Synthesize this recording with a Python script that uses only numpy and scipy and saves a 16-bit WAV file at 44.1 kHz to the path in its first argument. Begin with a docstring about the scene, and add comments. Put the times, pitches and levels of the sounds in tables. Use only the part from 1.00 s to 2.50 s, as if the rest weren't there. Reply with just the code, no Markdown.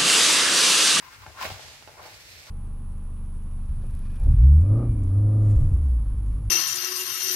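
"""A cat's claws scrape and skid on the floor of a plastic litter tray, close by, in a quiet room.
One hard stroke throws litter; the grains slide back and hiss. Paws rub, sweep, knock and thud.
Friction is dense random impacts, shaped by stroke envelopes. Scrapes, skids, rubs and knocks
ring the tray's modes; the walls scatter the knocks. Low rumble and soft hiss lie underneath."""
import sys
import numpy as np
from scipy import signal
from scipy.fft import rfft, irfft, next_fast_len
from scipy.io import wavfile
from scipy.ndimage import map_coordinates

SR = 44100
rng = np.random.default_rng(int(sys.argv[2]) if len(sys.argv) > 2 else 0)


def dump(signal):
    """Clip the signal to [-1, 1] and save it as 16-bit WAV at the path in sys.argv[1]."""
    limited = np.clip(np.atleast_2d(signal).T, -1, 1)
    pcm = np.round(limited * 32767).astype(np.int16)
    wavfile.write(sys.argv[1], SR, pcm)


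N = 66150
FFT_SIZE = next_fast_len(N + SR // 2)
FREQ_HZ = np.fft.rfftfreq(FFT_SIZE, 1 / SR)
TIME_S = np.arange(N) / SR

# Strokes: t/s at full level, hold/s, level/dB, rise/s, fall/s (rise and fall per 20 dB)
CLAW_SCRAPES = [(.045, 0.025, -50, 0.19, 0.028), (.13, 0.026, -51.5, 0.14, 0.18),
                (.215, 0.017, -53.5, 0.087, 0.056), (.415, 0.033, -36.5, .04, 0.058),
                (.447, 0.02, -36.5, 0.052, 0.082), (.507, 0.015, -47, 0.017, 0.2),
                (1.042, 0.011, -49, 0.052, 0.19)]  # claws through grit
CLAW_SKIDS = [(0.024, 0.0065, -49, .005, 0.035, 950), (.076, .01, -51, 0.046, .03, 1040),
              (0.11, 0.037, -54, 0.016, .04, 1410), (0.229, .011, -48.5, 0.053, 0.018, 1035),
              (0.38, .012, -43.5, 0.05, 0.038, 1040), (0.394, 0.0071, -41.5, 0.029, 0.035, 1450),
              (.413, 0.016, -35.5, 0.0086, 0.024, 1070), (0.448, 0.0052, -49, 0.023, 0.026, 1400),
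              (0.983, 0.015, -49, 0.02, 0.037, 990), (1.49, .02, -50.5, 0.032, .05, 1090)]  # claws on bare plastic; extra column: chatter f/Hz
PAD_RUBS = [(.268, 0.01, -52, 0.017, 0.15), (.452, 0.012, -39.5, 0.081, 0.057),
            (.507, 0.01, -48.5, 0.01, 0.19), (.62, 0.098, -54, 0.089, 0.12),
            (.878, 0.017, -51, 0.0019, 0.05), (.984, 0.085, -48, 0.074, 0.13),
            (1.49, 0.013, -56, 0.16, .05)]  # pads through the bed
PAW_SWEEPS = [(1.045, .1, -51, 0.086, 0.4), (1.28, 0.05, -49, 0.38, 0.18),
              (1.385, 0.043, -49.5, 0.15, 0.19), (1.47, .04, -51.5, 0.15, .1)]  # paw over the surface
LITTER_SLIDES = [(.05, .01, -56.5, 0.065, 0.18), (.135, 0.015, -52, 0.13, 0.068),
                 (.22, 0.11, -55.5, 0.07, .2), (.425, 0.034, -38, 0.059, 0.096),
                 (.505, 0.014, -42.5, 0.027, 0.16), (.61, 0.075, -46, 0.081, 0.38)]  # grains sliding
LITTER_THROWS = [(.432, 0.013, -45, 0.025, 0.09)]  # grains thrown
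FLOOR_THUDS = [(.185, 0.093, -54, 0.032, 0.19), (.475, 0.088, -48, 0.13, 0.045),
               (.655, 0.06, -56, .03, 0.046), (.885, 0.01, -57.5, 0.016, 0.03),
               (1.0, 0.027, -53.5, 0.05, 0.043), (1.14, 0.026, -58, 0.027, .12),
               (1.34, 0.035, -58, 0.044, .1)]  # tray flexing under the cat

# Claws and lumps striking plastic: t/s, level/dB, pan L-R/dB, low-pass f/Hz
TRAY_KNOCKS = [(.2608, -35.5, 0, 3500), (.2646, -31.5, 1.5, 2950), (.4125, -35, 11, 2500),
               (0.4525, -19.5, -9.5, 4500), (.5037, -25, -4, 4450), (.595, -38, 9, 3000),
               (.8245, -40.5, -14, 2500), (.8753, -32.5, -6, 4500)]
# Paw position: t/s, pan L-R/dB
PAW_PATH = [(0, 5), (.25, 0.5), (.45, .5), (.65, -2), (1.0, 0), (1.3, -2), (1.5, -2)]
# Modes of the tray and its hollow: f/Hz, width/Hz, level/dB
TRAY_MODES = [(436, 6.7, -2), (637, 23, 2.5), (667, 33, -12.5), (778, 31, 5), (863, 35, 8.5),
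              (1011, 87, -2.5), (1096, 90, -9.5), (1161, 10, 2.5), (1400, 50, 3), (1466, 75, 1),
              (1586, 14.5, 9), (1762, 19, 5), (2154, 16, 7.5), (2700, 130, -4)]
# Low modes of the tray floor: f/Hz, level/dB, T60/s
BOOM_MODES = [(87, -10.5, 0.079), (135, -2, 0.083)]

# Source spectra: f/Hz, density level/dB
SCRAPE_SPECTRUM = [(100, -17), (300, -13.5), (750, -19.5), (1050, -4.5), (1500, -8), (2500, -4),
                   (3400, -11), (5000, -9), (8000, -34), (16000, -13)]
KNOCK_SPECTRUM = [(60, -13), (250, 0), (650, 5.5), (1100, -0.5), (2200, -2), (4500, -4), (7000, -17),
                  (16000, -40)]
RUB_SPECTRUM = [(80, -17), (200, -14), (350, 0), (650, 3), (900, -3.5), (1300, -4.5), (2500, -23),
                (6000, -28), (16000, -50)]
SWEEP_SPECTRUM = [(150, -24), (650, -5.5), (1100, -26), (1700, -3.5), (2200, 1), (3100, -3), (4300, 0),
                  (5600, -2.5), (7200, -8.5), (9500, -13), (12500, -14), (16000, -17)]
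SLIDE_SPECTRUM = [(150, -37), (600, -6.5), (1200, -12), (2100, -2.5), (3100, -2.5), (4300, -2),
                  (5600, -4.5), (7200, -8.5), (9500, -15.5), (12500, -16.5), (16000, -36)]
THROW_SPECTRUM = [(500, -17), (3000, -18), (5000, -3), (8000, 0), (12000, 2), (16000, -9)]
THUD_SPECTRUM = [(20, -33), (45, -7), (62, -8), (80, 3), (100, 2.5), (116, -12), (135, -6.5), (185, -22),
                 (400, -33), (1500, -80)]
RUMBLE_SPECTRUM = [(10, -60), (25, -29), (45, 2), (80, 0.5), (130, 0.5), (180, -8.5), (400, -16),
                   (1000, -30), (4000, -31.5)]
HISS_SPECTRUM = [(100, -14), (300, -6), (650, -2), (1100, -1.5), (1600, 0.5), (2200, 3), (3300, -7.5),
                 (5000, -2.5), (9000, -9.5), (13000, -11.5), (16000, -16.5)]

# Stereo likeness: f/Hz, L-R correlation
STEREO_CORRELATION = [(50, 0.93), (250, 0.64), (600, 0.81), (1050, 0.47), (1600, 0.074), (2800, 0.1),
                      (4500, -0.057), (6200, -0.077), (8400, 0.12), (15000, -0.14)]
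# Stereo balance: f/Hz, L-R/dB
STEREO_BALANCE = [(40, 3), (90, 7), (150, 5), (260, -1.5), (550, 3), (1100, 3), (2500, -0.5), (4500, -0.8),
                  (8000, -1.6), (13000, 4)]


def amp(db):
    """dB to gain."""
    return 10 ** (np.asarray(db) / 20)


def unit(x):
    """Scale to rms 1."""
    return x / np.sqrt(np.mean(x ** 2) + 1e-20)


def curve(points):
    """Interpolate (f/Hz, value) points on a log frequency axis."""
    hz, values = np.transpose(points)
    return np.interp(np.log(FREQ_HZ + 1), np.log(hz + 1), values)


def filtered(x, response):
    """Apply a frequency response."""
    return irfft(rfft(x, FFT_SIZE) * response, FFT_SIZE)[..., :N]


def causal(spectrum):
    """Minimum-phase response: rings only after a blow."""
    cepstrum = irfft(np.log(amp(curve(spectrum)) + 1e-6), FFT_SIZE)
    cepstrum[1:FFT_SIZE // 2] *= 2
    cepstrum[FFT_SIZE // 2 + 1:] = 0
    return np.exp(rfft(cepstrum))


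def resonance(hz, width_hz):
    """Second-order band-pass, peak gain 1."""
    damping = 1j * FREQ_HZ * width_hz
    return damping / (hz * hz - FREQ_HZ ** 2 + damping)


def flutter(depth_db, rate_hz):
    """Smooth random gain."""
    return amp(depth_db * map_coordinates(rng.standard_normal(4096), [TIME_S * rate_hz], mode="wrap"))


def spread(pair, response):
    """Filter and blend two independent signals into stereo, rms 1."""
    angle = np.arccos(np.clip(curve(STEREO_CORRELATION), -1, 1)) / 2
    mid, side = filtered(pair, response * np.array([np.cos(angle), np.sin(angle)]))
    return unit(np.array([mid + side, mid - side]))


def noise(spectrum):
    """Coloured stereo noise."""
    return spread(rng.standard_normal((2, N)), amp(curve(spectrum)))


def grains(per_s, scatter_db, blur_db):
    """Tiny impacts of uneven size over a blur of smaller ones."""
    hits = rng.random(N) < per_s / SR
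    sizes = amp(scatter_db * np.clip(rng.standard_normal(N), -2, 2))
    impacts = unit(hits * sizes * rng.standard_normal((2, N)))
    return impacts + amp(blur_db) * rng.standard_normal((2, N))


def envelope(strokes):
    """Rise, hold and fall of each stroke, summed in power."""
    power = np.zeros(N)
    for t_s, hold_s, level_db, rise_s, fall_s in strokes:
        before_s = np.maximum(t_s - TIME_S, 0)
        after_s = np.maximum(TIME_S - t_s - hold_s, 0)
        power += amp(level_db - 20 * (before_s / rise_s + after_s / fall_s)) ** 2
    return np.sqrt(power)


def tray(spectrum, direct_db=-2.5):
    """Tray response to a contact: direct part plus modes."""
    modes = sum(amp(db) * resonance(hz, width_hz) for hz, width_hz, db in TRAY_MODES)
    return causal(spectrum) * (amp(direct_db) + modes)


def claw_scrapes():
    """Claws catch and slip on grit, ringing the tray."""
    slips = grains(per_s=5000, scatter_db=1.5, blur_db=-2) * flutter(depth_db=1.7, rate_hz=130)
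    return spread(slips, tray(SCRAPE_SPECTRUM)) * envelope(CLAW_SCRAPES)


def claw_skids(q=4.7):
    """Claws chatter near one pitch on bare plastic, picking out the tray modes there."""
    chatter = np.zeros((2, N))
    for *stroke, hz in CLAW_SKIDS:
        slips = grains(per_s=1500, scatter_db=2, blur_db=-8) * flutter(depth_db=1, rate_hz=120)
        chatter += spread(slips, resonance(hz, hz / q)) * envelope([stroke])
    body = tray(SCRAPE_SPECTRUM)
    chatter_band = (FREQ_HZ > 1000) & (FREQ_HZ < 1500)
    return filtered(chatter, body / np.abs(body[chatter_band]).mean())


def knocks(crush_t60_s=0.008, crush_db=1.5, walls_t60_s=0.1, walls_db=-1):
    """Each contact cracks grit, rings the tray and scatters off nearby walls."""
    out = np.zeros((2, N))
    body = tray(KNOCK_SPECTRUM)
    for t_s, level_db, pan_db, lowpass_hz in TRAY_KNOCKS:
        ring = irfft(body / (1 + 1j * FREQ_HZ / lowpass_hz), FFT_SIZE)[:N]
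        crush = rng.standard_normal(N) * amp(-60 * TIME_S / crush_t60_s)
        walls = rng.standard_normal((2, N)) * amp(-60 * TIME_S / walls_t60_s)
        contact = amp(walls_db) * walls / np.linalg.norm(walls[0])
        contact += amp(crush_db) * crush / np.linalg.norm(crush)
        contact[:, 0] = 1  # direct impulse
        knock = signal.fftconvolve(ring[None] / np.abs(ring).max(), contact, axes=1)
        gains = amp(level_db + np.array([[pan_db], [-pan_db]]) / 2)
        start = round(t_s * SR)
        out[:, start:] += gains * knock[:, :N - start]
    return out


def pad_rubs():
    """Soft pads press grains along the floor: a duller rasp."""
    slips = grains(per_s=900, scatter_db=2, blur_db=-4) * flutter(depth_db=2, rate_hz=90)
    return spread(slips, tray(RUB_SPECTRUM)) * envelope(PAD_RUBS)


def litter():
    """Fine grains slide in clumps; thrown ones patter more brightly."""
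    slide = spread(grains(per_s=5000, scatter_db=3, blur_db=2), causal(SLIDE_SPECTRUM))
    throw = spread(grains(per_s=15000, scatter_db=17, blur_db=-6), causal(THROW_SPECTRUM))
    clumps = flutter(depth_db=0.84, rate_hz=110)
    return (slide * envelope(LITTER_SLIDES) + throw * envelope(LITTER_THROWS)) * clumps


def paw_sweeps(left_lead_s=0.000236, direct_db=-4.5):
    """A paw brushes the surface: a sandy swish, its direct part arriving left first."""
    colour = causal(SWEEP_SPECTRUM)
    echoes = spread(grains(per_s=6000, scatter_db=0, blur_db=-3), colour)
    lead = np.exp(1j * np.pi * FREQ_HZ * left_lead_s * np.array([[1], [-1]]))
    direct = unit(filtered(grains(per_s=4400, scatter_db=2, blur_db=-1.5)[0], colour * lead))
    clumps = flutter(depth_db=1.24, rate_hz=70)
    return unit(echoes + amp(direct_db) * direct) * envelope(PAW_SWEEPS) * clumps


def floor_thuds(landing_s=0.5195, landing_db=-33.5):
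    """The tray floor booms softly as weight shifts, and once as the paw lands."""
    age_s = np.maximum(TIME_S - landing_s, 0)
    landing = sum(amp(landing_db + db - 60 * age_s / t60_s) * np.sin(2 * np.pi * hz * age_s)
                  for hz, db, t60_s in BOOM_MODES)
    return noise(THUD_SPECTRUM) * envelope(FLOOR_THUDS) + landing


def room(rumble_db=-61, hiss_db=-54):
    """Steady low rumble and soft hiss."""
    return amp(rumble_db) * noise(RUMBLE_SPECTRUM) + amp(hiss_db) * noise(HISS_SPECTRUM)


def scene():
    """Friction panned with the paws, plus knocks, thuds and room."""
    pan_db = np.interp(TIME_S, *np.transpose(PAW_PATH))
    friction = claw_scrapes() + claw_skids() + pad_rubs() + litter() + paw_sweeps()
    return friction * amp(np.array([pan_db, -pan_db]) / 2) + knocks() + floor_thuds() + room()


def record(dry, cutoff_hz=15800):
    """Per-band balance, more bass on the left; brick-wall low-pass."""
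    balance_db = curve(STEREO_BALANCE)
    return filtered(dry, amp(np.array([balance_db, -balance_db]) / 2) * (FREQ_HZ < cutoff_hz))


dry = scene()
out = record(dry)
dump(out)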